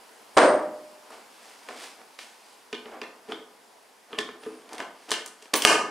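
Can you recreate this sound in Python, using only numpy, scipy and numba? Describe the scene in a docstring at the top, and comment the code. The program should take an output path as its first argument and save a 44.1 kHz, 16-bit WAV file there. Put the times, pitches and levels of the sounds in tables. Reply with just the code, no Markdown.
"""Hands fit a plastic lid on a food processor bowl, on a steel counter in a bare, echoing kitchen; air hushes throughout.
First a heavy bang: a broad pulse and dying steel modes, with a thin metallic whistle of gliding frequency.
From 1.1 s come knocks and clicks (plastic modes, air thumps, sharp pulses) and slides (swelling noise).
A faint squeak near 4.5 s and two stronger ones near 5.6 s glide as unsteady tones, among the loudest knocks.
Noise tails form the room; a limiter squeezes the loudest blows."""
import sys
import numpy as np
from scipy import signal
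from scipy.fft import rfft, irfft
from scipy.io import wavfile
from scipy.ndimage import uniform_filter1d
from numba import njit

SR = 44100
rng = np.random.default_rng(int(sys.argv[2]) if len(sys.argv) > 2 else 0)


def wrap_up_sound(samples):
    """Save the sound to the file named by the first command line argument, as 16-bit audio."""
    columns = np.atleast_2d(samples).T
    # keep every value between -1 and 1, then stretch to whole-number steps
    tamed = np.clip(columns, -1, 1)
    steps = np.round(tamed * 32767).astype(np.int16)
    wavfile.write(sys.argv[1], SR, steps)


def ratio_of_db(decibels):
    """Turn decibels (scalar or array-like) into linear amplitude factors; 0 dB maps to 1."""
    return 10 ** (np.asarray(decibels, float) / 20)


N = 260190

# Modes of the plastic bowl and lid: (frequency [Hz], relative level [dB], t60 [s])
BOWL_MODES = [(738, -29, 0.008), (870, -41.5, 0.016), (1048, -4.5, 0.058), (1235, -6.5, 0.1),
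              (1504, -9.5, 0.12), (1765, -2, 0.044), (2160, -7, 0.081), (2423, -1.5, 0.046),
              (2790, 6.5, 0.014), (3170, 17.5, 0.005), (3640, 7.5, 0.01), (4420, -1, 0.008),
              (6000, -2.5, 0.026)]
# Resonances of the air in the bowl: (nominal frequency [Hz], relative level [dB], time of peak [s])
AIR_MODES = [(445.2, -2.5, 0.0065), (340.4, -15.5, 0.017), (256.3, -11.5, 0.0073)]
# Anchors of a knock's spectrum: low edge, then centres of body, snap and treble: (frequency [Hz])
ANCHOR_HZ = [600, 1300, 3500, 9000]


def knock(snap_db, hollow_db, body_db, treble_db):
    """Modal superposition: wall modes, air resonances and a contact pulse; returns direct and room sound."""
    spectrum = list(zip(ANCHOR_HZ, [body_db, body_db, snap_db, treble_db]))
    spectrum = [(100, body_db - 32.5)] + spectrum + [(16000, treble_db - 26)]
    mode_hz = np.transpose(BOWL_MODES)[0]
    chance_db = 4.2 * rng.standard_normal(len(BOWL_MODES))  # each blow catches the modes differently
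    wall = ratio_of_db(-8) * ring(BOWL_MODES, ratio_of_db(read(spectrum, mode_hz) + chance_db), .2)

    t = np.arange(len(wall)) / SR
    thump = np.zeros(len(wall))
    for hz, db, peak_s in AIR_MODES:
        envelope = t / peak_s * np.exp(1 - t / peak_s)
        detune = rng.uniform(0.94, 1.02)
        thump += ratio_of_db(hollow_db + db) * envelope * np.sin(2 * np.pi * hz * detune * t)

    crack = ratio_of_db(26.5) * click(spectrum)
    near = wall + thump
    far = wall + ratio_of_db(-3) * thump  # the thump of the air reaches the room weaker than the wall's ring
    add(near, 0, rattle(crack, ms=3, rise_ms=.5))
    add(far, 0, crack)  # sound from all sides is smooth
    return near, far


# Blows on the plastic: (time [s], relative levels of snap [dB], hollow thump [dB], body [dB], treble [dB])
KNOCKS = [(1.1037, -70, -47, -39, -50), (1.6866, -38, -48, -30.5, -48), (2.1889, -33.5, -74, -36.5, -53),
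          (2.7281, -26.5, -28, -29.5, -48), (2.857, -46, -40, -42, -75), (2.9151, -56, -49, -53, -63),
          (3.0156, -32.5, -35, -26.5, -51), (3.2876, -50, -32.5, -51, -67), (3.3209, -33.5, -32, -28, -56),
          (4.1299, -39.5, -34.5, -32.5, -77), (4.1873, -24.5, -26.5, -23, -35),
          (4.2886, -45.5, -37, -33.5, -70), (4.4354, -44, -47, -47, -71), (4.4635, -65, -28, -35.5, -56),
          (4.691, -52, -51, -45, -55), (4.7308, -45, -40.5, -40, -39), (4.781, -37, -59, -37, -44),
          (4.8021, -35.5, -49, -21.5, -48.5), (5.0914, -43, -60, -42, -49), (5.1063, -30, -42, -35, -28),
          (5.116, -18, -30.5, -19, -23.5), (5.2603, -42.5, -49, -40, -32), (5.4236, -47, -52, -56, -48),
          (5.4559, -53, -58, -40, -59), (5.538, -16, -26.5, -21.5, -18.5), (5.6209, -24, -48, -34, -22.5),
          (5.6498, -3, -10.5, 3.5, -3.5)]


def knocks():
    """Impact sequence: lists each knock as time [s], room send [dB], direct sound and room sound."""
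    return [(s, -1.48, *knock(*levels)) for s, *levels in KNOCKS]


# Spectrum of the thud: (frequency [Hz], relative level [dB])
THUD = [(35, -78), (60, -60), (289, -6.5), (381, -8.5), (526, 3.5), (619, -2), (895, -7), (1050, -5),
        (1900, -11.5), (2600, -20), (7160, -30), (8820, -29.5), (15000, -62.5)]
# Modes of the steel counter top: (frequency [Hz], relative level [dB], t60 [s])
STEEL_MODES = [(320, -21, 0.43), (385.5, -12.5, 0.61), (599, -11.5, 0.68), (609, -12.5, 0.91),
               (644, -12, 0.4), (792, -12, 0.31), (998, -10.5, 0.1), (1334, -18.5, 0.35), (10160, -37, .4)]


def bang():
    """Impulse excitation: a heavy thud with the free decay of a steel sheet; returned as one of the blows."""
    near = ratio_of_db(-10.5) * ring(STEEL_MODES, np.ones(len(STEEL_MODES)), 1.7)
    far = ratio_of_db(-9.0) * near
    thud = ratio_of_db(30.5) * click(THUD)
    add(near, 0, rattle(thud, ms=17, rise_ms=7.2))
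    add(far, 0, thud)
    return .367, 10.5, near, far  # time [s], room send [dB], direct and room sound


# Strokes of plastic and hands:
# (time of peak [s], peak level [dB], swell [dB/s], fade [dB/s], bright share of power [0-1])
STROKES = [(1.134, -47.5, 200, 161, 0.19), (1.47, -54.5, 53, 44, 0.8), (1.692, -40.5, 1198, 250, 0),
           (1.845, -43.5, 91, 180, 0.83), (2.016, -51.5, 300, 900, 0.08), (2.192, -47.5, 1997, 112, 0.94),
           (2.52, -60, 30, 106, 1), (2.87, -47.5, 300, 74, 0.01), (2.919, -40.5, 1500, 169, 0),
           (3.32, -39, 361, 3000, 0.05), (4.128, -46, 405, 424, 0.07), (4.185, -31, 3000, 3000, 0.09),
           (4.434, -52.5, 300, 42, 0.26), (4.744, -44, 230, 450, 0.1), (4.81, -37, 381, 405, 0.04),
           (5.101, -37.5, 900, 3000, 0.16), (5.04, -58.5, 68, 98, .95), (5.43, -56, 150, 145, 0.47),
           (5.537, -21.5, 7000, 537, 0.14), (5.642, -36.5, 397, 3000, 0.7), (5.72, -29.5, 200, 202, 0.02)]
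# Spectrum of sliding before the dull and bright tilts: (frequency [Hz], relative level [dB])
SLIDE_SPECTRUM = [(88, -30), (150, -44), (225, -11.5), (787, 4.5), (883, 3), (1380, 2.5), (1570, 1.5),
                  (2270, 0.5), (9090, -21), (15000, -43)]


def slides():
    """Friction noise: dense uneven slips, shaped by strokes that blend a dull and a bright spectrum."""
    unevenness_db = 2.2 * np.minimum(rng.exponential(1, N // 64 + 1), 4)
    slips = rng.standard_normal(N) * ratio_of_db(unevenness_db).repeat(64)[:N]
    plain = evened(colour(slips, SLIDE_SPECTRUM))
    dull = evened(colour(plain, [(300, 22.5), (12000, -18)]))
    bright = evened(colour(plain, [(300, -19.5), (12000, 22.5)]))

    t = np.arange(N) / SR
    power = np.zeros((2, N))
    for peak_s, db, swell, fade, share in STROKES:
        level_db = db - np.maximum(swell * (peak_s - t), fade * (t - peak_s))
        power += np.outer([1 - share, share], ratio_of_db(level_db) ** 2)
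    return np.sqrt(power[0]) * dull + np.sqrt(power[1]) * bright


def glide(rows, rough):
    """Frequency modulation: the running sum of a gliding, jittered frequency gives the phase of one tone."""
    s, hz, db = np.transpose(rows)
    t = np.arange(s[0], s[-1], 1 / SR)
    jitter, flutter = uniform_filter1d(rng.standard_normal((2, len(t))), 60, 1)
    turns = np.cumsum(np.interp(t, s, hz) * (1 + rough * jitter)) / SR
    tone = np.sin(2 * np.pi * turns) * ratio_of_db(np.interp(t, s, db) + 30 * flutter)
    return s[0], tone * signal.windows.tukey(len(t), .2)


# Squeaks of the lid seal as it turns, one list each: (time [s], centre frequency [Hz], centre level [dB])
SQUEAKS = [
    [(5.552, 16000, -26), (5.565, 15100, -36), (5.6, 13400, -49), (5.62, 13300, -60.5),
     (5.648, 15400, -29.5)],
    [(5.555, 10800, -32), (5.578, 9000, -32), (5.6, 9100, -54), (5.628, 8900, -41), (5.635, 8900, -48)],
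    [(4.38, 8760, -64), (4.47, 10200, -63), (4.54, 9700, -66), (4.63, 8600, -68)],
]


def squeaks():
    """Stick-slip: the turning seal gives fast, unsteady tones; returns their starts and sounds."""
    return [glide(rows, rough) for rows, rough in zip(SQUEAKS, [.08, .1, .35])]


# Thin metallic whistle around the bang: (time [s], centre frequency [Hz], centre level [dB])
WHISTLE = [(0.32, 8600, -69), (0.38, 8700, -46), (0.406, 8711, -33), (0.606, 8700, -63), (0.63, 8503, -66)]


def whistle():
    """Frequency jitter: random deviations make a thin gliding tone fuzzy."""
    return glide(WHISTLE, .12)


# Decay of the kitchen: (frequency [Hz], t60 [s])
ROOM_DECAY = [(150, 0.81), (400, 0.59), (1000, 0.59), (2800, 0.4), (7000, 0.39), (14000, 0.27)]
# Stereo width of the room: (frequency [Hz], side minus mid [dB])
ROOM_WIDTH = [(60, -38), (150, -23.5), (380, -20), (950, -14), (2380, -8), (5980, -7.5), (15000, -18)]


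def room(x):
    """Reverberation: convolution with early echoes and noise that decays at a rate set by frequency."""
    hz, t, z = signal.stft(rng.standard_normal((2, SR)), SR, nperseg=256)
    decay = ratio_of_db(-60 * t / read(ROOM_DECAY, hz)[:, None])
    tail = signal.istft(z * decay, SR, nperseg=256)[1][:, :SR]
    tail *= np.clip((np.arange(SR) / SR - .004) / 0.019, 0, 1)  # builds up from 4 to 23 ms
    tail = ratio_of_db(-4.0) * tail / np.linalg.norm(tail[0])
    # Ten first echoes from counter and walls, 1 to 25 ms late
    at = (rng.uniform(.04, 1, 10) * .025 * SR).astype(int)
    tail[:, at] += ratio_of_db(-14.5) * rng.choice([-1, 1], (2, 10))
    return signal.oaconvolve(x[None], widen(tail, ROOM_WIDTH), axes=1)[:, :N]


# Spectrum of the kitchen air: (frequency [Hz], relative level [dB])
AIR_SPECTRUM = [(24, -54), (40, -57), (112, -17), (184, -21.5), (214, -7), (400, -5.5), (442, 3.5),
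                (488, -3.5), (959, 1), (1170, -5), (3270, -11), (4880, -13), (6580, -13.5), (11100, -16),
                (15800, -28)]
# Stereo width of the air: (frequency [Hz], side minus mid [dB])
AIR_WIDTH = [(60, -13), (180, -4.5), (550, -6), (1650, -5.5), (4970, -8), (15000, -15)]
# Slow course of the hush: (time [s], gain [dB])
HUSH_COURSE = [(0.0, 3), (5.9, -3.5)]


def hush():
    """Filtered noise: coloured air noise with soft patches and a narrow whining band, fading slowly."""
    hz, t, z = signal.stft(rng.standard_normal((2, N)), SR, nperseg=1024, noverlap=768)
    patches = uniform_filter1d(rng.standard_normal(z.shape[1:]), 12, 0)
    patches = evened(uniform_filter1d(patches, 14, 1))
    z = z * ratio_of_db(read(AIR_SPECTRUM, hz)[:, None] + 0.83 * patches)
    air = signal.istft(z, SR, nperseg=1024, noverlap=768)[1][:, :N]
    air = ratio_of_db(-55.5) * evened(air)

    whine_hz, width_hz = 10940, 50
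    resonance = signal.iirpeak(whine_hz, whine_hz / width_hz, SR)
    whine = signal.lfilter(*resonance, rng.standard_normal(N))
    air[0] += ratio_of_db(-80) * evened(whine)  # mid only
    s, db = np.transpose(HUSH_COURSE)
    return widen(air, AIR_WIDTH) * ratio_of_db(np.interp(np.arange(N) / SR, s, db))


def ring(modes, weights, seconds):
    """Free vibration: exponentially dying sines, one per mode, of random phase."""
    t = np.arange(round(seconds * SR)) / SR
    tones = np.zeros(len(t))
    for weight, (hz, db, t60) in zip(weights, modes):
        tones += weight * ratio_of_db(db - 60 * t / t60) * np.sin(2 * np.pi * (hz * t + rng.random()))
    return tones * np.minimum(t * 1000, 1)  # 1 ms onset


def click(points):
    """Minimum phase: a sharp pulse of given spectrum with its energy as early as possible."""
    level_db = np.maximum(read(points, np.fft.rfftfreq(4096, 1 / SR)), -120)
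    log_gain = np.log(ratio_of_db(level_db))
    circle = np.concatenate([log_gain, log_gain[-2:0:-1]])
    return np.fft.ifft(np.exp(np.conj(signal.hilbert(circle)))).real


def rattle(pulse, ms, rise_ms):
    """Multiple contact: convolution spreads a pulse over a quick, uneven burst of contacts."""
    t_ms = np.arange(4096) / SR * 1000
    contacts = rng.standard_normal(4096) * np.exp(-t_ms / ms) * np.minimum(t_ms / rise_ms, 1)
    return signal.fftconvolve(pulse, contacts / np.linalg.norm(contacts))


def widen(pair, points):
    """Mid-side stereo: mid plus and minus side noise, as at two close microphone ports."""
    side = colour(pair[1], points)
    return np.array([pair[0] + side, pair[0] - side])


def colour(x, points):
    """Linear filtering: multiplies the spectrum along the last axis by a gain table in dB."""
    size = x.shape[-1]
    return irfft(rfft(x) * ratio_of_db(read(points, np.fft.rfftfreq(size, 1 / SR))), size)


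def read(points, hz):
    """Logarithmic pitch scale: interpolates a spectrum table over log frequency."""
    f, value = np.transpose(points)
    return np.interp(np.log(hz + 1), np.log(f + 1), value)


def evened(x):
    """Power normalisation: scales to an rms of 1."""
    return x / np.sqrt(np.mean(x ** 2) + 1e-20)


def add(mix, s, sound):
    """Superposition: adds a sound to the mix from a time in seconds."""
    part = mix[round(s * SR):][:len(sound)]
    part += sound[:len(part)]


# Bass colour, a cut at the very bottom and a slight lift at 120-200 Hz: (frequency [Hz], gain [dB])
BASS_COLOUR = [(20, -10), (120, 2.5), (200, 1)]


def scene():
    """Direct plus reverberant field: central direct sounds, three tails of the same room, and hush."""
    near = slides()
    for start_s, tone in squeaks() + [whistle()]:
        add(near, start_s, tone)
    sends = np.zeros((3, N))
    sends[0] += ratio_of_db(-3.5) * near
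    for k, (s, room_db, direct, far) in enumerate(knocks() + [bang()]):
        add(near, s, direct)
        add(sends[k % 3], s, ratio_of_db(room_db) * far)  # blows take the three tails in turn
    return colour(near + sum(room(x) for x in sends), BASS_COLOUR) + hush()


@njit
def follow(over_db, attack, release):
    """Exponential smoothing: a gain cut in dB that comes quickly and leaves slowly."""
    cut, out = 0., np.zeros(len(over_db))
    for i in range(len(over_db)):
        cut += (over_db[i] - cut) * (attack if over_db[i] > cut else release)
        out[i] = cut
    return out


def limiter_cut(x):
    """Dynamic compression: power above -10 dB sets a cut that holds blows down and lets their tails swell."""
    power = abs(uniform_filter1d((x ** 2).mean(0), 64))
    over_db = np.maximum(10 * np.log10(power + 1e-12) + 10, 0)
    attack_s, release_s = 0.0018, 0.03
    return follow(1.32 * over_db, 1 / (attack_s * SR), 1 / (release_s * SR))


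# Treble colour of the microphone up to 15.3 kHz, then a sharp cut-off near 16 kHz: (frequency [Hz], gain [dB])
TREBLE_COLOUR = [(3200, 0), (3900, -1), (4900, 2.5), (6300, -1.5), (8000, -0.5), (10500, 0), (12500, -1.5),
                 (15300, 2), (16000, -8), (16200, -40)]


def treble_coloured(x):
    """Frequency response: microphone colour in the treble, ended by a sharp upper band limit."""
    return colour(x, TREBLE_COLOUR)


def top_cut(x):
    """Nothing passes above the cut-off."""
    return signal.sosfilt(signal.butter(12, 16080, fs=SR, output="sos"), x)


def record(dry):
    """Nonlinear transmission: treble colour and band limit, the limiter's gain cut, clipping at full scale."""
    limited = treble_coloured(dry) / ratio_of_db(limiter_cut(dry))
    mix = np.clip(limited, -1, 1)
    return top_cut(mix)


dry = scene()
out = record(dry)
wrap_up_sound(out)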